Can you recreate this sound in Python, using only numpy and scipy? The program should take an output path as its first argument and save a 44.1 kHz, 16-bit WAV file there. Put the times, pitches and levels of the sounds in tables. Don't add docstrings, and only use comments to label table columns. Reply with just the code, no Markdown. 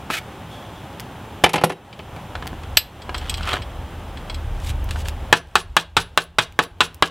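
import sys
import numpy as np
from scipy import signal
from scipy.fft import rfft, irfft, next_fast_len
from scipy.io import wavfile

SR = 44100
rng = np.random.default_rng(int(sys.argv[2]) if len(sys.argv) > 2 else 0)


def put_to_file(sound):
    columns = np.atleast_2d(sound).T
    safe = np.clip(columns, -1, 1)
    whole_steps = np.round(safe * 32767)
    wavfile.write(sys.argv[1], SR, whole_steps.astype(np.int16))


N = 313482
CLOCK = np.arange(N) / SR
RING_T = np.arange(SR // 2) / SR

# t/s, force/dB, tilt/(dB/octave), bending/dB
RAPS = [(5.327, 12.5, 0, -15), (5.333, 7.5, 1, -3), (5.555, 14, 2.5, -29), (5.7668, 17, 2, -13.5),
        (5.9673, 16, 2.5, -17), (6.1756, 14.5, 1.5, -5.5), (6.3853, 15.5, 2, -41.5),
        (6.5907, 13, -0.5, -38), (6.8057, 14, 2, -21), (7.0243, 16, 0.5, -44)]
# f/Hz, level/dB, t60/s
SOCKET_MODES = [(1540, -8, .04), (2300, -7, .04), (3280, 2, .07), (4075, -2, .05), (4764, -8, .06),
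                (5351, -7, .04), (7741, -9, .06), (8300, -9, .04), (12340, -19, .05)]
# f/Hz, level/dB
STEEL_CRACK = [(200, -19.5), (900, -5), (1500, -6.5), (2500, 1.5), (4800, -2), (6300, -16), (8000, -12),
               (10000, -26.5), (13000, -37.5), (16000, -32)]


def block():
    nudges = [(.1022, -15.5, -4.5), (2.353, -16, -1.5), (2.424, -20.5, -1), (2.459, -29.5, -6.5),
              (2.53, -29, -8.5), (2.634, -27.5, 2.5), (3.093, -16.5, -1.5), (3.409, -24.5, -4),
              (3.539, -14.5, -3), (3.566, -22, -3), (4.702, -28, 7.5), (4.89, -25, 4), (4.909, -20, 6.5),
              (4.959, -22, -2), (5.056, -24, 3.5)]
    modes = [(366, -12, 0.055), (474, -6, 0.055), (554, -11, 0.055), (678, -6, 0.055), (754, -7, 0.055),
             (861, -3, 0.06), (996, -4, 0.055), (1125, -3, 0.07), (1276, -9, 0.06), (1367, -8, 0.06),
             (1513, -2, 0.07), (2046, -9, 0.055), (2390, -8, 0.055), (2519, -8, 0.055), (2659, -8, 0.055),
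             (2783, -8, 0.055), (3198, -10, 0.055), (3348, -9, 0.055), (3752, -6, 0.06), (3903, -6, 0.06)]
    bending = [(1594, 0, 0.062)]
    crack = [(60, -14.5), (250, 1.5), (450, -1.5), (1200, 6), (1650, 9.5), (2000, -3), (2800, 1),
             (3800, -3), (5000, -11.5), (6200, -18), (8000, -17.5), (11000, -31), (16000, -46)]
    raps = blows([row[:3] for row in RAPS], modes, crack, ring_db=-7.5, detune=.007,
                 crack_db=-9, crack_s=.0093, push_db=-3, push_s=.0002)
    for s, force_db, _, bending_db in RAPS:
        add(raps, s, amp(force_db + bending_db) * ring(bending, spread_db=5, detune=.007))
    return raps + blows(nudges, modes, crack, ring_db=-19, detune=.077,
                        crack_db=-8.5, crack_s=.0038, push_db=-8.5, push_s=.0002)


def vise():
    iron_modes = [(2910, -6, .12), (3870, -6, .12), (5950, -2, .11), (7200, -12, .08), (8600, -11, .07),
                  (10080, -3, .13)]
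    board_modes = [(79.4, 12.5, .22), (114, 19.5, 0.12), (168.2, 13, 0.28), (232, 11, 0.15), (427, 5, 0.13),
                   (550, 2, 0.05)]
    rattle_colour = [(500, -12.5), (2000, -7), (3200, 4.5), (4800, 0), (6500, -4.5), (8700, -5.5),
                     (12000, -13), (16000, -21)]
    out, size = np.zeros(N), len(RING_T)
    chatter = np.exp(-((RING_T - .038) / .018) ** 2)
    for s, force_db, _, _ in RAPS:
        impulses = rng.standard_normal(size) * (rng.random(size) < 2500 / SR)
        contacts = chatter * evened(impulses)
        rattle = amp(-45.5) * coloured(contacts, rattle_colour)
        iron_response = ring(iron_modes, spread_db=5, detune=.00061)
        iron = amp(-56) * evened(signal.fftconvolve(contacts, iron_response)[:size])
        boards = amp(-29) * ring(board_modes, spread_db=4.5, detune=.0053)
        add(out, s, amp(force_db) * (rattle + iron + boards))
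    return out


def brace():
    landings = [(1.4385, 6.5, 0.5), (1.441, 4, 6), (1.461, 7, -0.5), (1.492, -1.5, 4), (1.534, 1.5, 5),
                (1.540, 7, 0), (1.558, 3, 2), (1.6135, -4.5, -0.5), (1.6372, 12.5, -1.5), (1.6415, 2, 8),
                (1.696, -4, 2), (1.701, 0, -1), (1.72, -9.5, 2)]
    tinks = [(1.4415, 15.5, -6.5), (1.5795, 0, -7), (1.928, -21.5, -3.5), (1.992, -16.5, -9),
             (2.164, -24, -9.5)]
    body_modes = [(166, 7, 0.14), (277, -16, 0.32), (205, 2, 0.055), (390, 0, 0.1), (498, 11, 0.089),
                  (674, 13, 0.021), (817, 20.5, 0.063), (1240, 0, 0.039), (1447, 13, 0.035),
                  (2500, -13, .1), (2950, -24, 0.12), (3060, -6.5, 0.28), (3400, -19, .09),
                  (3880, -16, 0.29), (5523, -16, 0.21), (10200, -14, 0.14), (11000, -22, 0.075)]
    crank_modes = [(2110, -22, 0.11), (2326, -8, 0.073), (3050, -3.5, 0.046), (3445, -12, 0.043)]
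    crack = [(50, -8), (150, 6.5), (400, 6), (900, 7), (1400, 0), (2800, -1.5), (4500, -14.5),
             (8000, -21.5), (11000, -22.5), (16000, -46.5)]
    body = blows(landings, body_modes, crack, ring_db=-12, detune=.0028,
                 crack_db=-12.5, crack_s=.0066, push_db=-15, push_s=.0005)
    return body + blows(tinks, crank_modes, STEEL_CRACK, ring_db=-10, detune=.0025,
                        crack_db=-14.5, crack_s=.0084)


def handle():
    drop = [(2.7708, -3.5, 5.5), (2.772, 5, 0.5)]
    clinks = [(3.019, -30.5, 1.5), (3.1445, -11.5, -4), (3.18, -32, 6.5), (3.296, -19.5, 6.5),
              (3.341, -20.5, 2.5), (3.373, -40, 9.5), (3.43, -22, -2), (3.62, -22.5, -3), (4.172, -27, -3),
              (4.298, -18, -2.5), (4.344, -24.5, 1)]
    bar_modes = [(1717, -9, .09), (2218, -7, .08), (3381, -12, 0.12), (4030, -6, 0.13), (4786, -7, 0.09),
                 (5090, -9, 0.11), (7752, -5, 0.13), (8183, -18, 0.11), (12240, -17, 0.11),
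                 (12510, -14, 0.07), (13100, -5, 0.075)]
    stop = blows(drop, bar_modes, STEEL_CRACK, ring_db=-13.5, detune=.0006, crack_db=-9, crack_s=.0054)
    return stop + blows(clinks, SOCKET_MODES, STEEL_CRACK, ring_db=-7, detune=.004,
                        crack_db=-12, crack_s=.007)


def ticks():
    clear = [(.998, -28.5, 3), (1.003, -29, 4), (2.47, -27, 2.5), (2.475, -26.5, 3.5), (4.843, -57, 13.5),
             (5.085, -18.5, 2.5), (6.24, -41, 14), (6.524, -29, 3), (6.637, -21, 7.5), (6.945, -33, 9.5)]
    colour = [(300, -40), (2000, 14), (4000, 3.5), (9000, -6), (16000, -11)]
    out = np.zeros(N)
    faint = [(s, -48 + 2 * rng.standard_normal(), 4) for s in rng.choice(CLOCK, size=8)]
    for s, db, slope_db in clear + faint:
        snap = noise(colour, len(RING_T)) * dying(.01)
        add(out, s, amp(db) * tilted(snap, slope_db))
    return out


def screw():
    pushes = [(3.15, 0.18, -42.5, -2), (3.37, 0.18, -26.5, 18)]
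    colour = [(150, -41), (250, -16), (400, -2), (510, -2), (802, 1), (922, -1), (1180, 3.5), (2360, -2.5),
              (3280, -0.5), (4120, -8), (5830, -16.5), (8700, -20), (16000, -34)]
    turn = strokes(pushes, attack_s=.0043, crest=.68, release_s=.021)
    friction = rub(turn, colour, slips_per_s=600, grain_db=6, flutter_db=1.8)
    socket = ring(SOCKET_MODES, spread_db=1, detune=.003)
    return friction + amp(-18) * signal.oaconvolve(friction, socket / np.linalg.norm(socket))[:N]


def glove():
    brush = [(.099, 0.089, -28, 2.5)]
    colour = [(240, -44), (400, -45), (676, 1), (1060, -23), (1250, 0), (1990, 0), (2150, -0.5),
              (2320, 3.5), (4880, -9.5), (12900, -17.5), (16000, -23)]
    stroke = strokes(brush, attack_s=.004, crest=.6, release_s=.0032)
    return rub(stroke, colour, slips_per_s=1600, grain_db=-12, flutter_db=1.8)


def sliding_wood():
    slides = [(4.53, .18, -36.5, 25), (4.91, 0.11, -40.5, 11), (5.04, .055, -39.5, 12),
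              (5.45, 1.65, -61, -7)]
    colour = [(300, -10), (1000, -16), (2200, -1.5), (3600, -0.5), (5500, -7), (8000, -7), (15000, -18)]
    stroke = strokes(slides, attack_s=.015, crest=1, release_s=.0046)
    return rub(stroke, colour, slips_per_s=280, grain_db=-2.5, flutter_db=2.2)


def rasp():
    movement = [(.495, 0.27, -53.5, -9.5)]
    colour = [(1500, -45), (2900, -12), (3350, 19), (3900, 2), (6000, -5), (14000, -14)]
    stroke = strokes(movement, attack_s=.0088, crest=.53, release_s=.13)
    return rub(stroke, colour, slips_per_s=2000, grain_db=-18, flutter_db=2.1)


def background():
    air_colour = [(15, -54.5), (25, -17), (92, 1.5), (263, -7), (476, -11), (560, -8.5), (641, -10.5),
                  (818, -7.5), (988, -11), (1400, -16), (2220, -21.5), (3250, -20.5), (4030, -29),
                  (4370, -32.5), (16000, -41)]
    rumble_colour = [(18, -51.5), (35, -1.5), (55, -7.5), (77, 1), (100, -10), (135, -19.5), (250, -51),
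                     (600, -78)]
    rumble_course = [(0, -61), (1.9, -50.5), (2.68, -33), (2.91, -42.5), (3.34, -31), (3.9, -33),
                     (4.28, -33), (4.5, -23.5), (4.85, -26.5), (5.3, -31), (5.7, -25), (7.1, -33)]
    air = amp(-36.5) * noise(air_colour, N) * amp(.21 * drift(per_s=23))
    rumble_db = np.interp(CLOCK, *np.transpose(rumble_course)) + 2 * drift(per_s=5)
    return air + amp(rumble_db) * noise(rumble_colour, N)


def yard(x):
    echoes = [(.0023, 0.091), (.0047, 0.075), (.0068, 0.092), (.0096, 0.088)]
    colour = [(80, 8.5), (400, 10), (1500, -1.5), (3500, 2.5), (7000, -6.5), (15000, -4)]  # f/Hz, level/dB
    scatter = noise(colour, len(RING_T)) * (1 - np.exp(-RING_T / .00088))
    near, far = scatter * dying(.16), scatter * dying(.45)
    response = amp(-14.5) * near / np.linalg.norm(near) + amp(-33) * far / np.linalg.norm(far)
    for delay, gain in echoes:
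        response[round(delay * SR)] += gain
    return x + signal.oaconvolve(x, response)[:N]


def blows(rows, modes, crack, ring_db, detune, crack_db, crack_s, push_db=-22, push_s=.0001):
    out, u = np.zeros(N), RING_T / push_s
    push = -amp(push_db) * np.e * u * (2 - u) * np.exp(-u)
    hold = dying(.96) / np.hypot(1, (RING_T / crack_s) ** 2)
    for s, force_db, slope_db in rows:
        burst = amp(crack_db) * noise(crack, len(u)) * hold
        ringing = amp(ring_db) * ring(modes, spread_db=3, detune=detune)
        add(out, s, amp(force_db) * tilted(push + burst + ringing, slope_db))
    return signal.sosfilt(signal.butter(2, 105, "highpass", fs=SR, output="sos"), out)


def ring(modes, spread_db, detune):
    chance = rng.standard_normal((len(modes), 2))
    out = np.zeros(len(RING_T))
    for k, ((hz, db, t60), (level_draw, pitch_draw)) in enumerate(zip(modes, chance)):
        tone = np.sin(2 * np.pi * hz * (1 + detune * pitch_draw) * RING_T)
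        out += (-1) ** k * amp(db + spread_db * level_draw) * dying(t60) * tone
    build_up = 1 - np.exp(-RING_T / .00044)
    return build_up * out / np.linalg.norm(amp([db for _, db, _ in modes]))


def tilted(x, slope_db):
    f = np.fft.rfftfreq(2 * len(x), 1 / SR)
    octaves = np.log2(np.clip(f, 200, 12000) / 1800)
    return irfft(rfft(x, 2 * len(x)) * amp(slope_db * octaves))[:len(x)]


def rub(stroke, colour, slips_per_s, grain_db, flutter_db):
    slips = rng.standard_normal(N) * (rng.random(N) < slips_per_s / SR)
    scratches = np.sqrt(smoothed(slips ** 2, lag_s=.0007)) * rng.standard_normal(N)
    drive = rng.standard_normal(N) + amp(grain_db) * evened(scratches)
    return coloured(drive, colour) * stroke * amp(flutter_db * drift(per_s=170))


def strokes(rows, attack_s, crest, release_s):
    gain = np.zeros(N)
    for start, length, db, swell_db in rows:
        t = np.maximum(CLOCK - start, 0)
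        ramp = np.minimum(t / (crest * length), 1)
        release = np.exp(-np.maximum(t - length, 0) / release_s)
        gain += np.minimum(t / attack_s, 1) * amp(db - swell_db * (1 - ramp)) * release
    return gain


def amp(db):
    return 10 ** (np.asarray(db) / 20)


def evened(x):
    return x / np.sqrt(np.mean(x ** 2) + 1e-20)


def add(mix, s, sound):
    part = mix[round(s * SR):][:len(sound)]
    part += sound[:len(part)]


def dying(t60):
    return np.exp(-np.log(1000) * RING_T / t60)


def coloured(x, spectrum):
    hz, db = np.transpose(spectrum)
    size = next_fast_len(len(x))
    f = np.fft.rfftfreq(size, 1 / SR)
    gain = amp(np.interp(np.log(f + 1), np.log(hz), db))
    return evened(irfft(rfft(x, size) * gain, size)[:len(x)])


def noise(spectrum, size):
    return coloured(rng.standard_normal(size), spectrum)


def drift(per_s):
    return evened(np.interp(CLOCK * per_s, np.arange(N // 50), rng.standard_normal(N // 50)))


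def smoothed(x, lag_s):
    pole = np.exp(-1 / (lag_s * SR))
    return signal.lfilter([1 - pole], [1, -pole], x)


def limiter(x, threshold_db, attack_s, recovery_db_per_s):
    power = smoothed((x ** 2).mean(0), lag_s=.00048)
    over_db = np.maximum(10 * np.log10(power + 1e-12) - threshold_db, 0)
    recovery_db = CLOCK * recovery_db_per_s
    reduction_db = np.maximum.accumulate(over_db + recovery_db) - recovery_db
    return x / amp(smoothed(reduction_db, attack_s))


def scene():
    work = block() + vise() + brace() + handle() + ticks() + screw() + glove() + sliding_wood()
    sound = amp(1) * yard(work) + background() + rasp()
    hiss = amp(-58.5) * noise([(3500, -26.5), (5500, -5), (16000, -3.5)], N)
    side = .0067 * np.gradient(sound) + hiss
    return np.array([sound + side, sound - side])


def record(dry):
    limited = limiter(dry, threshold_db=-6.5, attack_s=.0036, recovery_db_per_s=25)
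    lowpass = signal.firwin(511, 15900, window=("kaiser", 9), fs=SR)
    return signal.oaconvolve(np.clip(limited, -1, 1), lowpass[None], "same")


dry = scene()
out = record(dry)
put_to_file(out)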